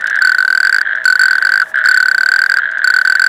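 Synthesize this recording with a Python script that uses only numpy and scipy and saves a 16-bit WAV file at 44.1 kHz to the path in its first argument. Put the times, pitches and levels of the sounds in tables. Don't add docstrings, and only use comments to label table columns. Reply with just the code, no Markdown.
import sys
import numpy as np
from scipy import signal
from scipy.fft import rfft, irfft
from scipy.io import wavfile
from scipy.ndimage import uniform_filter1d

SR = 44100
rng = np.random.default_rng(int(sys.argv[2]) if len(sys.argv) > 2 else 0)


def wav_out(sig):
    wavfile.write(sys.argv[1], SR, np.round(np.clip(np.atleast_2d(sig).T, -1, 1) * 32767).astype(np.int16))


N = 144648


def undb(db):
    return 10 ** (np.asarray(db) / 20)


def curve(points):
    return np.interp(np.arange(N) / SR, *np.array(points).T)


def walk(rate_hz):
    step = int(SR / rate_hz)
    drift = np.repeat(rng.standard_normal(N // step + 1), step)
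    drift = uniform_filter1d(uniform_filter1d(drift, step), step)[:N]
    return drift / drift.std()


def add(out, start_s, sound):
    i = int(np.clip(round(start_s * SR), 0, N))
    out[i:i + len(sound)] += sound[:N - i]


def band(sound, order, cutoff_hz, kind):
    return signal.sosfilt(signal.butter(order, cutoff_hz, kind, fs=SR, output="sos"), sound)


def sac(hz, attack_s, ring_s, bend_hz, bend_s, octave_db=-np.inf, size=2200):
    t = np.arange(size) / SR
    gliding_hz = hz + bend_hz * np.exp(-t / bend_s)
    phase = 2 * np.pi * (rng.random() + np.cumsum(gliding_hz) / SR)
    swell = (1 - np.exp(-(t / attack_s) ** 2)) * np.exp(-t / ring_s)
    return swell * (np.sin(phase) + undb(octave_db) * np.sin(2 * phase))


# [s, s]
TRILLS = [(.21, .82), (1.05, 1.706), (1.85, 2.6), (2.84, 3.56)]
# [s, dB]
NEAR_PULSES = [(0.2194, 10), (0.2477, 11.5), (0.2715, 9.0), (0.293, 8), (0.3174, 7.5), (0.346, 6),
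               (0.3829, 9.5), (0.4036, 7.5), (0.4248, 5.5), (0.4483, 6), (0.4775, 7.5), (0.5021, 8.0),
               (0.5256, 8), (0.549, 10), (0.5744, 11), (0.6017, 12), (0.6292, 10.0), (0.649, 11.5),
               (0.6699, 12), (0.6939, 10.0), (0.7255, 13), (0.7439, 14), (0.7623, 10.5), (0.7833, 9.5),
               (0.8127, 11), (1.0538, 13.5), (1.0777, 11.5), (1.0999, 10.5), (1.124, 9.5), (1.1539, 8.5),
               (1.1931, 12.5), (1.2135, 13.0), (1.2334, 12.0), (1.2551, 11), (1.2814, 8.5), (1.3083, 9.5),
               (1.3298, 8.0), (1.3529, 7.5), (1.3813, 6.0), (1.4229, 7.5), (1.4493, 12), (1.4689, 9.5),
               (1.491, 7.5), (1.5187, 10), (1.5378, 11), (1.556, 8.5), (1.5753, 10), (1.5986, 10.5),
               (1.6167, 8), (1.8564, 10), (1.8859, 13.0), (1.912, 11.5), (1.9428, 10), (1.9724, 12.5),
               (2.0014, 9.5), (2.0262, 9), (2.0566, 7.5), (2.0829, 10.5), (2.1127, 9.5), (2.1454, 8.5),
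               (2.1795, 10.5), (2.2074, 9.5), (2.2319, 9.5), (2.2593, 10.5), (2.2874, 12), (2.3166, 11.5),
               (2.3374, 10), (2.3602, 11), (2.3895, 11.0), (2.4166, 12.0), (2.4375, 9.5), (2.461, 9.5),
               (2.4964, 12), (2.5177, 12.5), (2.5395, 12), (2.5696, 12.5), (2.5852, 8), (2.8422, 11.5),
               (2.8731, 12.0), (2.9011, 11.0), (2.9383, 9.5), (2.963, 10.5), (2.986, 8), (3.013, 7.5),
               (3.0496, 7.5), (3.0732, 10.5), (3.0977, 11), (3.1218, 9.5), (3.152, 10.5), (3.1949, 11.0),
               (3.2177, 13), (3.2397, 12.0), (3.2635, 12)]
# [s, dB]
STUTTERS = [(1.622, 4), (1.6276, 0.5), (2.591, 2.5)]
SAC_HZ, RISE_HZ = 1535.5, 63.8
ATTACK_S, RING_S = 0.0011, 0.0052
TIGHTEN, TIGHTEN_POWER = 0.58, 1.17
PITCH_SCATTER_HZ, RING_SCATTER = 5, .06
SCOOP_HZ, SCOOP_S = 83.1, 0.006
STUTTER_HZ, STUTTER_RING_S = 1506, 0.0037


def near_toad():
    out = np.zeros(N)
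    scatter = rng.standard_normal((len(NEAR_PULSES), 2))
    for (start_s, level_db), (tuning, damping) in zip(NEAR_PULSES, scatter):
        trill_start, trill_end = min(TRILLS, key=lambda trill: abs(start_s - np.mean(trill)))
        progress = np.clip((start_s - trill_start) / (trill_end - trill_start), 0, 1)
        tightened = 1 - TIGHTEN * progress ** TIGHTEN_POWER
        ring_s = RING_S * tightened * np.exp(RING_SCATTER * damping)
        hz = SAC_HZ + RISE_HZ * progress + PITCH_SCATTER_HZ * tuning
        add(out, start_s, undb(level_db) * sac(hz, ATTACK_S, ring_s, -SCOOP_HZ, SCOOP_S))
    for start_s, level_db in STUTTERS:
        pulse = sac(STUTTER_HZ, ATTACK_S, STUTTER_RING_S, -SCOOP_HZ, SCOOP_S)
        add(out, start_s, undb(level_db) * pulse)
    return out


# [s, dB, Hz]
NEIGHBOUR_PULSES = [(0.021, -1, 1517), (0.041, 3.5, 1595), (0.058, 3, 1550), (0.078, 1, 1613),
                    (0.084, -1, 1635), (0.096, -5, 1730), (0.106, 0, 1510), (0.111, 2.5, 1663),
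                    (0.128, 3.0, 1660), (0.143, 3.5, 1670), (0.15, 2, 1590), (0.156, -4.5, 1740),
                    (0.163, 4, 1640), (0.172, 2, 1560), (0.188, 3, 1730), (0.212, 3.5, 1517),
                    (0.215, -13, 1780), (0.235, 3.0, 1607), (0.642, -2, 1680), (0.658, -0.5, 1615),
                    (0.677, -10, 1650), (0.808, -2, 1550), (0.828, -4.0, 1680), (0.862, 0, 1610),
                    (0.888, -6, 1750), (0.909, 2, 1600), (0.95, 2, 1590), (0.964, -2.5, 1656),
                    (0.973, 0.5, 1590), (0.982, -1.5, 1730), (1.0, -8, 1710), (1.016, -3.5, 1690),
                    (1.04, -6, 1620), (1.175, -5.5, 1720), (1.208, 2, 1655), (1.227, 1.5, 1604),
                    (1.247, -6, 1596), (1.298, 0, 1630), (1.368, -7.5, 1646), (1.396, -2.5, 1620),
                    (1.415, 1, 1610), (1.438, -4, 1730), (1.498, -1, 1650), (1.742, 3.5, 1590),
                    (1.756, 5, 1675), (1.762, 1, 1625), (1.778, 2.5, 1500), (1.787, 4.5, 1620),
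                    (1.794, -1.5, 1510), (1.801, -1.5, 1597), (1.807, 3.0, 1639), (1.813, 4.0, 1574),
                    (1.82, -3, 1490), (1.831, -9, 1680), (1.839, 4.5, 1573), (1.849, 6, 1630),
                    (1.871, 7, 1666), (1.883, 0, 1630), (1.906, -2, 1590), (1.924, 4.5, 1580),
                    (1.936, -1, 1650), (1.94, 2, 1633), (1.963, 5, 1680), (1.993, -6, 1640),
                    (2.037, -6.5, 1560), (2.052, -6, 1670), (2.075, -4.5, 1590), (2.276, -5, 1600),
                    (2.347, -3, 1650), (2.383, 1, 1660), (2.402, -4, 1630), (2.492, 1, 1670),
                    (2.51, -4.0, 1660), (2.563, 0.5, 1650), (2.598, -0.5, 1630), (2.632, 2.5, 1570),
                    (2.655, 3, 1653), (2.674, 0, 1590), (2.699, -1.5, 1600), (2.717, -3.5, 1650),
                    (2.722, -1.5, 1586), (2.735, -2.5, 1640), (2.748, -2.5, 1590), (2.754, -2, 1610),
                    (2.771, 4, 1605), (2.791, 0.5, 1620), (2.799, -1.5, 1555), (2.817, 3, 1650),
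                    (2.83, -2.5, 1620), (2.862, -1, 1603), (2.888, 2, 1600), (2.921, 0.5, 1650),
                    (2.976, -4.5, 1670), (3.06, -5, 1690), (3.17, -0.5, 1740), (3.182, -2, 1650)]
# [s, dB, Hz]
REEDY_PULSES = [(.853, -2, 1586), (.871, 1, 1646), (.892, 1, 1600), (.921, 1, 1627), (.93, 3, 1646),
                (1.771, 3.5, 1586), (2.618, 0.5, 1624), (2.639, 1, 1630), (2.661, -4, 1620),
                (2.689, -0.5, 1627)]
NEIGHBOUR_ATTACK_S, NEIGHBOUR_RING_S = 0.0013, 0.0028
NEIGHBOUR_OCTAVE_DB, REEDY_OCTAVE_DB = -39, -24
NEIGHBOUR_SAG_HZ, NEIGHBOUR_SAG_S, NEIGHBOUR_SETTLE_HZ = 152, 0.0015, 50.2


def soft_pulses():
    out = np.zeros(N)
    voices = [(NEIGHBOUR_PULSES, NEIGHBOUR_OCTAVE_DB), (REEDY_PULSES, REEDY_OCTAVE_DB)]
    for pulses, octave_db in voices:
        for start_s, level_db, pitch_hz in pulses:
            pulse = sac(pitch_hz - NEIGHBOUR_SETTLE_HZ, NEIGHBOUR_ATTACK_S, NEIGHBOUR_RING_S,
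                        NEIGHBOUR_SAG_HZ, NEIGHBOUR_SAG_S, octave_db)
            add(out, start_s, undb(level_db) * pulse)
    return out


REEDS_DB, REEDS_DELAY_S, REEDS_T60_S = -13.5, .005, 0.067


def reeds(calls, size=4000):
    tail = rng.standard_normal(size) * undb(-60 * np.arange(size) / SR / REEDS_T60_S)
    scatter = np.zeros(N)
    add(scatter, REEDS_DELAY_S, signal.fftconvolve(calls, tail / np.linalg.norm(tail)))
    return calls + undb(REEDS_DB) * scatter


# [Hz, pulses per s]
CHORUS_TOADS = [(1550, 38), (1655, 49), (1715, 58), (1690, 41)]
# [s, dB]
CHORUS_LEVEL = [(0, -13.5), (.2, -10.5), (.35, -12), (.45, -45), (.57, -26), (.66, -14.5), (.87, -11),
                (1.02, -16.5), (1.13, -49), (1.22, -13), (1.6, -15), (1.65, -20), (1.729, -27), (1.78, -10),
                (2.2, -19.5), (2.7, -16), (3.28, -16)]
CHORUS_RING_S, CHORUS_OCTAVE_DB = .0035, -30.5
CHORUS_JITTER, CHORUS_SCATTER_DB = .2, 2.0


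def chorus(count=200):
    out = np.zeros(N)
    for pitch_hz, pulse_rate_hz in CHORUS_TOADS:
        chance = rng.standard_normal((count, 3))
        gaps = np.exp(CHORUS_JITTER * chance[:, 0])
        times = (np.cumsum(gaps) - rng.random()) / pulse_rate_hz
        for start_s, (_, strength, tuning) in zip(times, chance):
            pulse = sac(pitch_hz * (1 + 0.024 * tuning), NEIGHBOUR_ATTACK_S, CHORUS_RING_S,
                        NEIGHBOUR_SAG_HZ, NEIGHBOUR_SAG_S, CHORUS_OCTAVE_DB)
            add(out, start_s, undb(CHORUS_SCATTER_DB * np.clip(strength, -2, 2)) * pulse)
    return out * curve([(s, undb(db)) for s, db in CHORUS_LEVEL])


RADIATE_HZ = 1185
RASP_DB, RASP_LOW_HZ, RASP_HIGH_HZ = -30.5, 2740, 4060
RASP_FULL = 0.86


def radiate(calls):
    calls = band(calls, 5, RADIATE_HZ, "high")
    rasp = band(rng.standard_normal(N), 4, [RASP_LOW_HZ, RASP_HIGH_HZ], "band")
    strength = np.minimum(np.abs(signal.hilbert(calls)), RASP_FULL)
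    return calls + undb(RASP_DB) * rasp / rasp.std() * strength


# [s, dB]
TICKS = [(.0098, -29.5), (0.0705, -22), (0.099, -24), (0.1571, -26), (0.956, -36), (1.043, -26),
         (2.714, -34.5), (2.783, -33)]
TICK_S, TICK_LOW_HZ, TICK_HIGH_HZ = 0.0034, 2100, 6800


def ticks(size=600):
    out = np.zeros(N)
    fade = np.exp(-np.arange(size) / SR / TICK_S)
    for start_s, level_db in TICKS:
        add(out, start_s, undb(level_db) * fade * rng.standard_normal(size))
    return 2 * band(out, 2, [TICK_LOW_HZ, TICK_HIGH_HZ], "band")


# [Hz, dB]
AIR_COLOUR = [(25, -19), (60, -14), (150, -12), (400, -8), (750, -1), (1100, -3), (1350, 1), (1620, 7),
              (1950, -7), (2500, -18), (3300, -14), (4500, -30), (8000, -32)]
AIR_DB, AIR_WAVER_DB, AIR_TOP_HZ = -38, 1.0, 8000


def air():
    hz, level_db = np.array(AIR_COLOUR).T
    bins_hz = np.fft.rfftfreq(N, 1 / SR)
    colour = undb(np.interp(np.log(bins_hz + 1), np.log(hz), level_db))
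    wash = irfft(rfft(rng.standard_normal(N)) * colour, N)
    wash = band(wash, 2, AIR_TOP_HZ, "low")
    return wash / wash.std() * undb(AIR_DB + AIR_WAVER_DB * walk(8.5))


# [s, dB]
TONE_LEVEL = [(0, -48), (.85, -66), (.93, -44), (1.03, -38), (1.12, -63), (1.58, -60), (1.68, -41),
              (1.85, -39.5), (1.95, -59), (2.2, -46.5), (2.5, -61), (2.68, -43.5), (2.9, -50.5),
              (3.28, -51)]
TONE_HZ, TONE_DRIFT_HZ = 643, 0.88


def faint_tone():
    hz = TONE_HZ + TONE_DRIFT_HZ * walk(7.3)
    return np.sin(2 * np.pi * np.cumsum(hz) / SR) * undb(curve(TONE_LEVEL))


HISS_LOW_HZ, HISS_HIGH_HZ, HISS_TRILL_DB = 4500, 12600, -53
HISS_AT_S, HISS_WIDTH_S, HISS_DB = 1.7, 0.017, -49.5


def hiss():
    t = np.arange(N) / SR
    noise = band(rng.standard_normal(N), 2, [HISS_LOW_HZ, HISS_HIGH_HZ], "band")
    trilling = sum(1. * ((t > start) & (t < end)) for start, end in TRILLS)
    trilling = uniform_filter1d(trilling, size=1500)
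    swell = np.exp(-((t - HISS_AT_S) / HISS_WIDTH_S) ** 2)
    return noise / noise.std() * (undb(HISS_TRILL_DB) * trilling + undb(HISS_DB) * swell)


def scene():
    toads = radiate(near_toad() + reeds(soft_pulses()) + chorus())
    return (toads + ticks() + air() + faint_tone() + hiss())[None]


CLIP_LEVEL, TOP_HZ = 0.69, 16000


def record(dry):
    at_48k = signal.resample_poly(dry, 160, 147, axis=-1)
    clipped = np.clip(at_48k, -CLIP_LEVEL, CLIP_LEVEL)
    back = signal.resample_poly(clipped, 147, 160, axis=-1)[:, :N]
    top_cut = signal.firwin(201, TOP_HZ, fs=SR)[None]
    return signal.fftconvolve(back, top_cut, "same", axes=-1)


dry = scene()
out = record(dry)
wav_out(out)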